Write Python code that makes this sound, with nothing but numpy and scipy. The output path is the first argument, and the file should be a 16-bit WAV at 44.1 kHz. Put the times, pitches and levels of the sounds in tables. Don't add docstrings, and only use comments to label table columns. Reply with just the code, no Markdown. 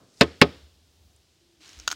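import sys
import numpy as np
from scipy import signal
from scipy.fft import rfft, irfft
from scipy.io import wavfile

SR = 44100
rng = np.random.default_rng(int(sys.argv[2]) if len(sys.argv) > 2 else 0)


def unload_audio(sound):
    columns = np.transpose(np.atleast_2d(sound))
    steps = np.round(np.clip(columns, -1, 1) * 32767)
    wavfile.write(sys.argv[1], SR, steps.astype(np.int16))


N = 85995
T = np.arange(N) / SR


def from_db(db):
    return 10 ** (np.asarray(db) / 20)


def rms_one(x):
    return x / np.sqrt(np.mean(x ** 2) + 1e-20)


def level(rows):
    return from_db(np.interp(T, *np.transpose(rows)))


def at_hz(rows, hz, axis=1):
    rows = np.array(rows)
    return np.interp(np.log(hz), np.log(rows[:, 0]), rows[:, axis])


def delayed(x, s):
    return np.concatenate([np.zeros(max(int(s * SR), 0)), x])[:N]


def decay(s, t60):
    return np.exp(-np.log(1000) * s / t60)


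def build_up(rise_s):
    return 1 - np.exp(-T / rise_s)


def mode(hz, t60):
    return np.sin(2 * np.pi * hz * T) * decay(T, t60)


def white_noise():
    return rng.standard_normal(N)


def noise_pair():
    return rng.standard_normal((2, N))


def filtered(x, order, hz, kind):
    return signal.sosfilt(signal.butter(order, hz, kind, fs=SR, output="sos"), x)


def coloured(x, spectrum):
    hz = np.maximum(np.arange(N + 1) * SR / (2 * N), 1)
    gain = rms_one(from_db(at_hz(spectrum, hz)))
    cepstrum = irfft(np.log(gain))
    cepstrum[1:N] *= 2
    cepstrum[N + 1:] = 0
    response = np.exp(rfft(cepstrum))
    return irfft(rfft(x, 2 * N) * response)[:N]


def dying_noise(table, white, hold_s):
    out = 0
    edges = 43 * 2 ** (np.arange(27) / 3)
    for k, (low, high) in enumerate(zip(edges, edges[1:])):
        if high > table[0][0]:
            hz = np.sqrt(low * high)
            band = rms_one(filtered(white[k % 2], 3, [low, high], "band"))
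            envelope = decay(np.maximum(T - hold_s, 0), at_hz(table, hz, axis=2))
            out = out + from_db(at_hz(table, hz)) * band * envelope
    return out


def grains():
    grains_per_s, spread_db = 10000, 2.9
    sizes = from_db(spread_db * np.minimum(rng.exponential(1, N), 5)) * rng.choice([-1, 1], N)
    return rms_one(sizes * (rng.random(N) < grains_per_s / SR))


def fracture(length_s):
    burst = white_noise() * np.exp(-T / length_s)
    energy = length_s * SR / 2
    return burst * np.sqrt(energy / np.sum(burst ** 2))


# (frequency [Hz], relative density [dB per Hz])
AIR_COLOUR = [(100, -13), (220, -22), (320, -18), (550, -26), (800, -28.5), (1100, -32.5), (2200, -31.5),
              (3200, -25.5), (5000, -26), (8000, -33), (15500, -46)]


def room_hiss():
    return from_db(-66) * coloured(white_noise(), AIR_COLOUR)


# (time [s], level [dB])
RUMBLE_LEVEL = [(0, -65.5), (0.15, -104.5), (0.4, -55), (0.72, -61.5), (0.82, -64.5), (1.07, -58),
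                (1.3, -69), (1.6, -72.5), (1.95, -56.5)]
# (frequency [Hz], relative density [dB per Hz])
RUMBLE_COLOUR = [(25, -30.5), (50, -14), (75, 1), (110, -21.5), (200, -23.5), (400, -29.5), (800, -32),
                 (2000, -45)]


def rumble():
    return level(RUMBLE_LEVEL) * coloured(white_noise(), RUMBLE_COLOUR)


# (frequency [Hz], level [dB], t60 [s])
SETTLING = [(100, -64, .5), (170, -66, .7), (404, -65, .8), (900, -70, .35), (1399, -69, .7),
            (2202, -89, .5)]


def settling():
    return dying_noise(SETTLING, noise_pair(), 0)


# (time [s], frequency [Hz], level [dB])
HUM_PATH = [(1.36, 336.5, -81.5), (1.44, 344.6, -67.5), (1.52, 340.3, -69), (1.57, 338, -77),
            (1.62, 310, -60.5), (1.67, 313, -90), (1.75, 311.4, -76), (1.95, 299, -56)]


def hum():
    waver_depth, waver_hz = 0.39, 25
    s, hz, db = np.transpose(HUM_PATH)
    waver = rms_one(filtered(white_noise(), 2, waver_hz, "low"))
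    tone = np.sqrt(2) * np.sin(2 * np.pi * np.cumsum(np.interp(T, s, hz)) / SR)
    return (T > s[0]) * from_db(np.interp(T, s, db)) * (1 + waver_depth * waver) * tone


# (time [s], level [dB])
RUSTLE_LEVEL = [(0, -78), (0.08, -71), (0.17, -63), (0.205, -52), (0.24, -61), (0.40, -69), (0.62, -68.5),
                (0.75, -88.5)]
# (frequency [Hz], relative density [dB per Hz])
RUSTLE_COLOUR = [(200, -2), (700, -5), (1500, -10.5), (3000, -11.5), (5000, -1), (7500, -4), (12000, -20.5),
                 (15000, -26.5)]


def rustle():
    end_s = 0.9
    return (T < end_s) * level(RUSTLE_LEVEL) * coloured(grains(), RUSTLE_COLOUR)


# (time [s], level [dB], frequency [Hz])
BUMPS = [(0.625, -40.5, 72), (1.77, -32, 55), (1.829, -37.5, 50.8)]


def bumps():
    t60_s, rise_s = 0.15, 0.01
    out = 0
    for s, db, hz in BUMPS:
        out = out + delayed(from_db(db) * mode(hz, t60_s) * build_up(rise_s), s)
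    return out


# (time [s], level [dB], centre frequency [Hz])
SMALL_TICKS = [(0.173, -50.5, 4550), (0.207, -28, 2496), (0.2335, -34, 7500), (0.235, -45, 7400),
               (0.356, -58, 4940), (0.4103, -29, 2107), (1.1622, -50, 8000)]


def small_ticks():
    length_s, width = 0.002, 0.28
    out = 0
    for s, db, hz in SMALL_TICKS:
        edges = [hz / (1 + width / 2), hz * (1 + width / 2)]
        make_up = np.sqrt(SR / (np.pi * hz * width))
        tick = filtered(fracture(length_s), 2, edges, "band") * make_up
        out = out + delayed(from_db(db) * tick, s)
    return out


# (frequency [Hz], level [dB], t60 [s])
ROOM_TAIL = [(61, -52, .23), (150, -44, .38), (410, -41, .4), (850, -52, .45), (1600, -47.5, .48),
             (2400, -47.5, .47), (3600, -52, .8), (4900, -52, .7), (5900, -65, .75), (7140, -65.5, .85),
             (10913, -68.5, .33), (15000, -74, .3)]
# (frequency [Hz], level [dB], t60 [s])
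ROOM_MODES = [(282, -41, .42), (462, -39, .42), (545, -41, .38), (1252, -46, .35), (1785, -48, .3)]


def room_tail():
    lingering = sum(from_db(db) * mode(hz, t60) for hz, db, t60 in ROOM_MODES)
    diffuse = dying_noise(ROOM_TAIL, noise_pair(), 0)
    return (lingering + diffuse) * build_up(0.004)


def table_boom():
    return from_db(-23) * mode(77.5, 0.29) * build_up(0.012)


def tray_thud():
    hz, length_s = 218, 0.012
    hump = np.sin(np.pi * np.sqrt(np.clip(T / length_s, 0, 1)))
    return from_db(-5.5) * np.sin(2 * np.pi * hz * T) * hump


# (frequency [Hz], level at the first spot [dB], level at the second spot [dB], t60 [s])
TRAY_MODES = [(123, -22.5, -23.5, .15), (165, -16.5, -11, 0.11), (197, -20, -23.5, 0.069),
              (252, -16.5, -15, 0.13), (296, -16, -22, 0.077), (339.9, -12.5, -22, .1),
              (409.6, -11, -8, 0.098), (438.7, -5.5, -9.5, 0.082), (568, -18, -16, .12),
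              (681, -11, -24.5, .07), (742.5, -28, -23.5, 0.061), (867, -29, -15, .075),
              (1063, -14.5, -16, .07), (1112, -15.5, -13, 0.068), (1200, -30.5, -16, .06),
              (1265.3, -17, -15.5, .085), (1521, -18.5, -19.5, 0.071), (1709.4, -30.5, -16.5, .05),
              (1785, -14, -18, .055), (1900, -22.5, -14, 0.041), (1963, -12, -21.5, 0.058),
              (2193, -11.5, -7.5, .045), (2407, -27, -13.5, 0.028), (2624, -11, -11, .046),
              (2898, -11.5, -9.5, .04), (3326, -16.5, -19, .04), (3722, -8.5, -15.5, 0.039),
              (4166, -13.5, -16.5, .03), (4890, -16.5, -17, 0.046)]


def tray(spot):
    lag_s, push_s, push_below_hz = 0.0014, 0.0044, 620
    low, high = 0, 0
    for k, (hz, *spot_db, t60) in enumerate(TRAY_MODES):
        ring = from_db(spot_db[spot]) * mode(hz, t60)
        if hz < push_below_hz:
            low = low - ring
        else:
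            high = high + (-1) ** k * ring
    return high + delayed(low * build_up(push_s) - tray_thud(), lag_s)


# (frequency [Hz], relative level [dB], t60 [s])
CLATTER = [(304.1, -19, 0.11), (450, -14, 0.047), (695, -21.5, 0.1), (1350, -19.5, 0.045),
           (2800, -19, 0.064), (4600, -16.5, .042), (5900, -27.5, .04), (9400, -42.5, .028),
           (14800, -51, 0.057)]


def clatter(pattern):
    hold_s, change = 0.0082, 0.94
    white = np.sqrt(1 - change) * pattern + np.sqrt(change) * noise_pair()
    return dying_noise(CLATTER, white, hold_s)


# (frequency [Hz], relative density [dB per Hz])
CONTACT_COLOUR = [(300, -2.5), (1800, 5.5), (4000, -7), (8000, -4), (15000, -23)]


def contact():
    return from_db(-9.5) * coloured(fracture(0.0015), CONTACT_COLOUR)


# (time [s], level [dB], clatter level [dB], table boom level [dB]), the last two relative to the blow
KNOCKS = [(0.2100, -1.5, -2, 0), (0.4149, 0, -2.5, -1.5)]


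def knocks():
    out, pattern, table = 0, noise_pair(), table_boom()
    for spot, (s, db, clatter_db, boom_db) in enumerate(KNOCKS):
        blow = contact() + tray(spot) + room_tail()
        blow = blow + from_db(clatter_db) * clatter(pattern)
        blow = blow + from_db(boom_db) * table
        out = out + delayed(from_db(db) * blow, s)
    return out


# (time [s], level [dB])
FIZZ_LEVEL = [(1.598, -76), (1.608, -57), (1.66, -51.5), (1.72, -53), (1.79, -53), (1.83, -54.5),
              (1.868, -58.5), (1.90, -47.5), (1.93, -45.5), (1.95, -53)]
# (frequency [Hz], relative density [dB per Hz])
FIZZ_COLOUR = [(120, -13.5), (200, -8), (320, -1.5), (500, -10.5), (850, -9.5), (1600, -6.5), (2400, -4),
               (4000, -2.5), (5200, -5), (6700, -7.5), (8200, -14), (11000, -24), (15500, -29)]


def fizz():
    return level(FIZZ_LEVEL) * coloured(grains(), FIZZ_COLOUR)


# (frequency [Hz], relative level [dB], t60 [s])
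TOOTH_MODES = [(5460, 1.5, 0.0057), (5900, 2, 0.0051), (6380, 5, 0.0053), (7150, -14, 0.0066)]


def tooth_ring():
    return sum((-1) ** k * from_db(db) * mode(hz, t60) for k, (hz, db, t60) in enumerate(TOOTH_MODES))


def mouth_ring():
    return mode(1423, 0.016) * build_up(0.00026)


# (time [s], level [dB], mouth ring [dB], tooth ring [dB], length [s]),
# both rings relative to the crack
CRACKS = [(1.679, -55, -20, 9, 0.00082), (1.692, -46, -26, 6, 0.0014), (1.7315, -50, -6, 5.5, 0.00081),
          (1.7897, -44.5, -14, 5, 0.00087), (1.7988, -43, -4, 7.5, 0.00042),
          (1.8001, -36.5, -11.5, -1.5, .0006), (1.8766, -23, -18, 3.5, 0.0049),
          (1.8776, -14.5, 3.5, -28, .0016), (1.8803, -27.5, -4, 3, 0.0016), (1.8889, -36.5, 3, 9, 0.00028),
          (1.9024, -32.5, 2, 1, .0011), (1.9066, -35.5, -3, 4.5, 0.00073), (1.9137, -21, -6, -6, 0.002),
          (1.9143, -30.5, -5, -1, 0.0006), (1.916, -25.5, -8, 2, 0.0022),
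          (1.9226, -26.5, -0.5, -2, 0.00076), (1.9273, -21.5, 0.5, -12, 0.00078)]
# (frequency [Hz], relative density [dB per Hz])
CRACK_COLOUR = [(200, -24.5), (600, -8), (1100, -2), (2100, -1.5), (3000, 6.5), (3900, 1.5), (4700, 2.5),
                (5300, -14), (6500, 3.5), (8500, -13.5), (9500, -15), (11300, -25.5), (13300, -19),
                (15500, -16)]


def cracks():
    cavity, teeth = mouth_ring(), tooth_ring()
    snaps, rings = 0, 0
    for s, db, mouth_db, tooth_db, length_s in CRACKS:
        snaps = snaps + delayed(from_db(db) * fracture(length_s), s)
        ring = from_db(mouth_db) * cavity + from_db(tooth_db) * teeth
        rings = rings + delayed(from_db(db) * ring, s)
    return coloured(snaps, CRACK_COLOUR) + rings


def scene():
    background = room_hiss() + rumble() + settling() + hum()
    small_sounds = rustle() + bumps() + small_ticks()
    bite = fizz() + cracks()
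    mid = background + small_sounds + knocks() + bite
    side = from_db(-38.5) * delayed(mid, 0.003)
    mic_hiss = from_db(-86) * noise_pair()
    return np.array([mid + side, mid - side]) + mic_hiss


def record(dry):
    low_cut_hz, clip_level, stop_hz = 63, 1.0, 17100
    lean = filtered(dry, 2, low_cut_hz, "high")
    clipped = np.clip(lean, -clip_level, clip_level)
    top_cut = signal.cheby2(14, 75, stop_hz, fs=SR, output="sos")
    return signal.sosfilt(top_cut, clipped)


dry = scene()
out = record(dry)
unload_audio(out)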